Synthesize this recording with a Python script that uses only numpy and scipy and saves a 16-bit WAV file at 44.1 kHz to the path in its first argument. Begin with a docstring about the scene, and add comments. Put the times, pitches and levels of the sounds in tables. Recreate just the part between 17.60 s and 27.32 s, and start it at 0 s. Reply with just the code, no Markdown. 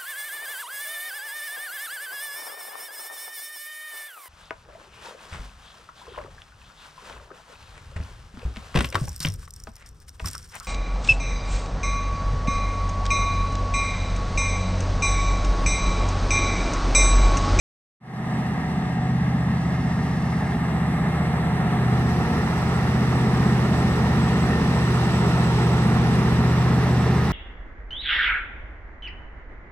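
"""On an open-air station platform, a diesel track machine rolls slowly closer and starts to pass.
Its exhaust throbs because eight unequal cylinders fire in turn, over the hollow roar of gas in the pipe.
Belt-driven fans, pumps and gears hum along with the engine, and the turbocharger whistles thinly.
The wheels and cooling air rush and hiss more brightly as the machine nears."""
import sys
import numpy as np
from scipy import signal
from scipy.fft import irfft, next_fast_len
from scipy.io import wavfile
from scipy.ndimage import map_coordinates

SR = 44100
rng = np.random.default_rng(int(sys.argv[2]) if len(sys.argv) > 2 else 0)


def to_wav(sig):
    """Store sig (one row per channel, or 1-D mono) as 16-bit WAV at the path in sys.argv[1].

    Samples outside -1..1 are clipped; the rate is SR.
    """
    pcm = np.clip(np.atleast_2d(sig), -1, 1) * 32767
    pcm = np.round(pcm).astype(np.int16)
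    wavfile.write(sys.argv[1], SR, pcm.T)  # frames by channels


N = 428652
TIME = np.arange(N) / SR
SIDES = np.array([[1], [-1]])  # left, right


def from_db(db):
    """Turn decibels into a gain."""
    return 10 ** (np.asarray(db) / 20)


def unit_power(sound):
    """Scale a sound to an average power of 1."""
    return sound / np.sqrt(np.mean(sound ** 2) + 1e-20)


def over_time(points):
    """Join (time, value) points with straight lines."""
    return np.interp(TIME, *np.transpose(points))


def over_pitch(points, hz):
    """Join (pitch, value) points, giving each octave equal room."""
    pitch_hz, value = np.transpose(points)
    return np.interp(np.log(hz), np.log(pitch_hz), value)


def drift(rate_hz):
    """A smooth random wobble of about size 1, changing about rate_hz times a second."""
    pole = np.exp(-200 * np.pi * rate_hz / SR)
    slow = signal.lfilter([1], [1, -2 * pole, pole * pole], rng.standard_normal(N // 100 + 1002))[1000:]
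    return np.interp(np.arange(N) / 100, np.arange(len(slow)), unit_power(slow))


def swell(nearness, far_db, near_db, bend=1):
    """A sound grows as the machine nears; a bend under 1 makes it rise early."""
    return from_db(far_db + (near_db - far_db) * nearness ** bend)


# How much louder the left ear is, from afar: pitch_hz, left_minus_right_db
BALANCE_FAR = [(200, -0.5), (400, -1), (1300, -1), (4400, 1.5), (8500, -1), (12000, 3)]
# How alike the two ears sound, from afar: pitch_hz, likeness_0_to_1
ALIKE_FAR = [(25, 0.5), (60, 0.63), (130, .995), (290, 0.99), (640, 0.93), (1410, 0.63), (2500, 0.37),
             (5000, 0.92), (9000, 0), (13000, 0)]
def noise(spectrum, balance=BALANCE_FAR, likeness=ALIKE_FAR):
    """Stereo noise of power 1; the spectrum sets only its tone colour."""
    size = next_fast_len(N, True)
    hz = np.maximum(np.fft.rfftfreq(size, 1 / SR), 1)
    colour_db, alike, lean_db = (over_pitch(points, hz) for points in (spectrum, likeness, balance))
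    roll_off = np.minimum(1, np.minimum(hz / spectrum[0][0], spectrum[-1][0] / hz)) ** 6
    shared, opposed = rng.standard_normal((2, len(hz))) + 1j * rng.standard_normal((2, len(hz)))
    ears = np.sqrt(1 + alike) * shared + np.sqrt(1 - alike) * opposed * SIDES
    return unit_power(irfft(ears * roll_off * from_db(colour_db + lean_db * SIDES / 2), size)[:, :N])


# How much louder the left ear is, close up: pitch_hz, left_minus_right_db
BALANCE_NEAR = [(200, -2), (400, -5), (700, -1), (1300, -3), (2200, 0), (3000, -4), (5400, -7.5),
                (7000, -4.5), (8500, 3), (10000, 9.5), (15000, 7)]
# How alike the ears sound beside the long machine: pitch_hz, likeness_0_to_1
ALIKE_NEAR = [(25, .7), (130, .99), (290, 0.65), (640, 0.97), (1410, 0.78), (2200, 0.43), (4500, 0.5),
              (7000, 0.36), (13000, .2)]
def blended_noise(far, near, blend):
    """Noise that passes from its far sound (blend 0) to its near sound (blend 1)."""
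    return np.sqrt(1 - blend) * noise(far) + np.sqrt(blend) * noise(near, BALANCE_NEAR, ALIKE_NEAR)


# Two sharp ticks: start_s, level_db
TICKS = [(2.73, -45), (5.422, -42)]
def ticks(ring_s=0.04, left_db=-6, lowest_hz=5000):
    """Tiny dry ticks on the right: bursts of bright noise that die at once."""
    decay = sum(from_db(level_db - 60 * np.clip((TIME - start_s) / ring_s, 0, 10)) * (TIME >= start_s)
                for start_s, level_db in TICKS)
    treble = signal.butter(2, lowest_hz, "high", fs=SR, output="sos")
    return signal.sosfilt(treble, decay * rng.standard_normal((2, N)) / 2) * from_db([[left_db], [0]])


def whistle(hz, breathy=0.52, breath_hz=60):
    """A fluttering tone wrapped in a narrow band of breathy noise, different in each ear."""
    phase = 2 * np.pi * np.cumsum(hz) / SR + 0.8 * drift(5.9)
    ears = []
    for _ in range(2):
        tone = np.sqrt(2 * (1 - breathy)) * np.sin(phase + drift(4))
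        breath = drift(breath_hz) * np.sin(phase) + drift(breath_hz) * np.cos(phase)
        ears.append(tone + np.sqrt(breathy) * breath)
    return np.array(ears) * from_db(2 * drift(7.7))


# The turbocharger's fainter, higher tones: times_main_pitch, relative_level_db
TURBO_TONES = [(1.346, 1.5), (1.675, -8), (2, -11)]
def turbocharger(nearness, treble_step, start_hz=7935, sink_hz=210):
    """Turbine and compressor whistle on one shaft, sinking ever faster as the machine comes by."""
    hz = start_hz - sink_hz * (TIME / TIME[-1]) ** 1.3
    higher = sum(from_db(level_db) * whistle(ratio * hz) for ratio, level_db in TURBO_TONES)
    higher *= swell(nearness, far_db=-74, near_db=-62.5, bend=1.5)
    main = swell(nearness, far_db=-64, near_db=-51, bend=1.9) * whistle(hz)
    shift_left = from_db(4 * treble_step * SIDES)
    return main + shift_left * higher


# Tone colours of the hiss, the sizzle and the airy top (duller from afar): pitch_hz, level_db
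HISS_FAR = [(2000, -6), (2400, -1), (2750, 3), (3100, -5), (3600, -3.5), (4200, -11), (5200, -27)]
HISS_NEAR = [(2000, -11), (2400, 0.5), (2750, 3), (3100, -2.5), (3600, -2), (4300, -6), (5200, -35)]
SIZZLE = [(3800, -1.5), (4600, -1.5), (5400, 0), (6200, -4), (7200, -10.5), (8400, -13)]
AIR_FAR = [(7100, -6), (8300, 1.5), (9500, 0.5), (10800, -3.5), (12500, -7), (15700, -15)]
AIR_NEAR = [(7100, -7), (7700, 2), (8500, -1), (10800, -2.5), (12500, -5.5), (15700, -13)]
def hiss(nearness, treble_step, surge_start_s=1.94, surge_end_s=2.98, surge_edge_s=0.072):
    """Cooling air and wheels hiss; a sizzle surges once, then later steps up and stays."""
    surge = np.clip(np.minimum(TIME - surge_start_s, surge_end_s - TIME) / surge_edge_s, 0, 1)
    body = blended_noise(HISS_FAR, HISS_NEAR, nearness)
    body *= swell(nearness, far_db=-48.5, near_db=-39.5, bend=1.6)
    sizzle = blended_noise(SIZZLE, SIZZLE, treble_step) * from_db(4.5 * treble_step + 2.7 * surge)
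    sizzle *= swell(nearness, far_db=-53.5, near_db=-47.5, bend=2.03)
    air = blended_noise(AIR_FAR, AIR_NEAR, treble_step)
    air *= swell(nearness, far_db=-66.5, near_db=-54, bend=0.24)
    flutter = from_db(0.5 * drift(21))
    return (body + sizzle + air) * flutter


# Hums of the belt-driven parts: times_cycle_rate, far_db, near_db
HUMS = [(23.22, -52, -38.5), (30.56, -56, -40.5), (38.98, -57, -51), (46.88, -47.5, -49),
        (61.08, -57, -44.5), (117.3, -51, -51)]
# Swells of the hums above, plus one brief higher hum, each peaking as it points at the platform: peak_s,
# half_width_s, times_cycle_rate, level_db
HUM_SWELLS = [(1.25, .35, 46.88, -46), (3.35, .5, 138.9, -50), (4.2, 1.0, 46.88, -45),
              (6.8, .7, 117.3, -46)]
def fans_pumps_and_gears(cycles, nearness, waver_db=2.5, waver_rad=0.45):
    """Spinning parts follow the engine's speed; moving air makes their tones waver."""
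    tones = [(multiple, swell(nearness, far_db, near_db)) for multiple, far_db, near_db in HUMS]
    tones += [(multiple, from_db(level_db) * np.exp(-((TIME - peak_s) / half_width_s) ** 2))
              for peak_s, half_width_s, multiple, level_db in HUM_SWELLS]
    hum = np.zeros(N)
    for multiple, level in tones:
        gain = level * from_db(waver_db * drift(4.3))
        hum += gain * np.sqrt(2) * np.sin(2 * np.pi * multiple * cycles + waver_rad * drift(2.8))
    return hum


# Tone colour of the low clatter: pitch_hz, level_db
CLATTER = [(220, -28), (305, 0), (355, -0.5), (405, 4.5), (460, -2.5), (520, -6), (620, -15), (900, -19)]
# Tone colours of the rush, with dips from the echo off the ground: pitch_hz, level_db
RUSH_FAR = [(400, -29), (580, -7.5), (780, 0.5), (1000, -7.5), (1250, -5), (1400, -12.5), (1490, -19.5),
            (1620, -6), (1850, -6.5), (2150, -9.5), (2350, -29), (3000, -49)]
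RUSH_NEAR = [(400, -21), (580, -4.5), (760, 1.5), (1000, -2.5), (1350, -1.5), (1520, -9), (1850, -3.5),
             (2150, -9.5), (2400, -15), (3200, -46)]
def running_gear(cycles, nearness):
    """Engine block and wheels clatter and rush, knocking lightly each time a cylinder fires."""
    clatter = swell(nearness, far_db=-45, near_db=-31.5, bend=0.76) * noise(CLATTER)
    rush = blended_noise(RUSH_FAR, RUSH_NEAR, nearness)
    rush *= swell(nearness, far_db=-36, near_db=-29.5, bend=0.54)
    knock = 1 + 0.053 * np.cos(2 * np.pi * len(CYLINDERS) * cycles)
    flutter = from_db(0.67 * drift(35))
    return (clatter + rush) * knock * flutter


def wall_gain(loss_db=7, clear_s=1.74):
    """A wall screens the exhaust at first, until the machine comes out from behind it."""
    return from_db(-loss_db * np.clip(1 - TIME / clear_s, 0, 1))


# Tone colours of the deep rumble and the hollow roar: pitch_hz, level_db
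RUMBLE = [(15, -27), (25, -23), (40, -2), (60, -6.5), (98, 1), (125, -1.5), (165, -4), (205, 1.5),
          (280, -11), (400, -39)]
ROAR = [(130, -38), (185, -15), (206, -6.5), (218, 1.5), (238, -5.5), (265, -10), (310, -32), (420, -55)]
# Rise and fall of the pipe's roar and of the exhaust's high tones: time_s, relative_level_db
PIPE_LEVEL = [(0.7, -31.5), (3.34, -29.5), (3.59, -32), (4.82, -26.5), (4.97, -33), (5.4, -26.5),
              (6.75, -25.5), (8.04, -30.5), (8.41, -25), (9.72, -30)]
def exhaust_gas(cycles, nearness):
    """Swirling gas rumbles and rings in the pipe, puffing twice per engine cycle."""
    puffs = 1 + 0.19 * np.cos(4 * np.pi * cycles)
    rumble = swell(nearness, far_db=-34.5, near_db=-30.5, bend=0.5) * wall_gain() * noise(RUMBLE)
    roar = from_db(over_time(PIPE_LEVEL) - 3) * noise(ROAR)
    return puffs * (rumble + roar)


# Strength of the eight cylinders, in firing order: level_db
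CYLINDERS = [-5, -2, -1, 0, -7, -8, -7, -2]
# The tones that make up the throb: times_cycle_rate, relative_level_db
EXHAUST_TONES = [(2, -44), (3, -32), (4, -14), (5, -5), (6, -18.5), (7, -30), (8, -1), (9, -9.5),
                 (10, -3.5), (11, -1.5), (12, -10.5), (13, -8.5), (14, -18.5), (15, -16), (16, -17.5),
                 (17, -22), (18, -17.5), (19, -22.5), (21, -29.5), (22, -25.5), (26, -26.5), (28, -26.5),
                 (29, -30.5)]
# The firing note swells and fades along the way: time_s, relative_level_db
FIRING_LEVEL = [(0.7, -30), (0.95, -30.5), (0.97, -44), (1.1, -33), (1.55, -25.5), (3.61, -32),
                (4.37, -22.5), (4.72, -32), (5.42, -22.5), (7.36, -25.5), (8.46, -20.5), (8.64, -24),
                (9.49, -20.5), (9.72, -26)]
def exhaust_throb(cycles, nearness, waver_db=1, waver_rad=0.11, spread_rad=0.09):
    """Unequal cylinders sound tones at whole multiples of the engine's cycle rate."""
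    boom = swell(nearness, far_db=-30.5, near_db=-25, bend=0.6) * wall_gain() ** 2
    firing = from_db(over_time(FIRING_LEVEL) + 1)
    throb = swell(nearness, far_db=-27, near_db=-25, bend=2.8) * wall_gain()
    top = from_db(over_time(PIPE_LEVEL) + 3.5)
    cylinder_phases = np.angle(np.fft.fft(from_db(CYLINDERS)))
    sound = np.zeros((2, N))
    for multiple, level_db in EXHAUST_TONES:
        level = boom if multiple < 7 else firing if multiple < 9 else throb if multiple < 13 else top
        silencer = np.pi * multiple ** 2 / 24  # delays the lows, so each beat sweeps downward
        phase = 2 * np.pi * multiple * cycles + cylinder_phases[multiple % len(CYLINDERS)] + silencer
        phase += waver_rad * drift(2.3)
        between_ears = spread_rad * drift(1) / 2 * SIDES
        gain = level * from_db(level_db + waver_db * drift(1.36))
        sound += gain * np.sqrt(2) * np.sin(phase + between_ears)
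    return sound


# The direction the machine is heard from: time_s, left_ear_lead_ms
DIRECTION = [(1.9, 0.08), (2.02, 0.067), (2.88, 0.055), (3.04, 0.077), (4.2, 0.091), (4.4, 0.098),
             (8.5, 0.11), (9.2, 0.064), (9.72, 0.049)]
def at_ears(sound, travel_samples=16):
    """The sound reaches the left ear a little before the right."""
    lead_samples = over_time(DIRECTION) * SR / 1000
    positions = np.arange(N) - travel_samples + SIDES * lead_samples / 2
    return np.array([map_coordinates(ear, [position], order=5, mode="mirror")
                     for ear, position in zip(sound, positions)])


# The engine's pitch wanders slightly up and down: time_s, cycles_per_s
ENGINE_SPEED = [(0, 15.5), (1.6, 15.9), (3.5, 15.3), (5.3, 15.66), (6.8, 15.5), (8.3, 15.2), (9.72, 15.6)]
# The machine draws level with the platform and starts to pass: time_s, nearness_0_to_1
APPROACH = [(0, 0.16), (1.4, 0), (2.6, 0.11), (3.3, 0.32), (4.3, .6), (6.2, 0.84), (7.7, 1), (9.72, 0.79)]
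def scene(pipe_lag_s=1, step_start_s=4.18, step_length_s=0.29):
    """One engine speed and one approach drive the machine's sounds."""
    cycles = np.cumsum(over_time(ENGINE_SPEED)) / SR
    nearness = over_time(APPROACH)
    pipe_nearness = np.interp(TIME - pipe_lag_s, TIME, nearness)  # the exhaust sits far back
    # the treble hiss steps up and shifts between the ears
    treble_step = np.clip((TIME - step_start_s) / step_length_s, 0, 1)
    exhaust = exhaust_throb(cycles, pipe_nearness) + exhaust_gas(cycles, pipe_nearness)
    engine = exhaust + fans_pumps_and_gears(cycles, nearness) + turbocharger(nearness, treble_step)
    return at_ears(engine + running_gear(cycles, nearness) + hiss(nearness, treble_step)) + ticks()


def record(dry, fade_start_s=0.4, fade_length_s=0.34, cutoff_hz=15750):
    """The sound fades in from silence, and the highest treble is cut."""
    fade = np.clip((TIME - fade_start_s) / fade_length_s, 0, 1)
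    treble_cut = signal.ellip(12, 0.1, 90, cutoff_hz, fs=SR, output="sos")
    return signal.sosfilt(treble_cut, dry * fade)


dry = scene()
out = record(dry)
to_wav(out)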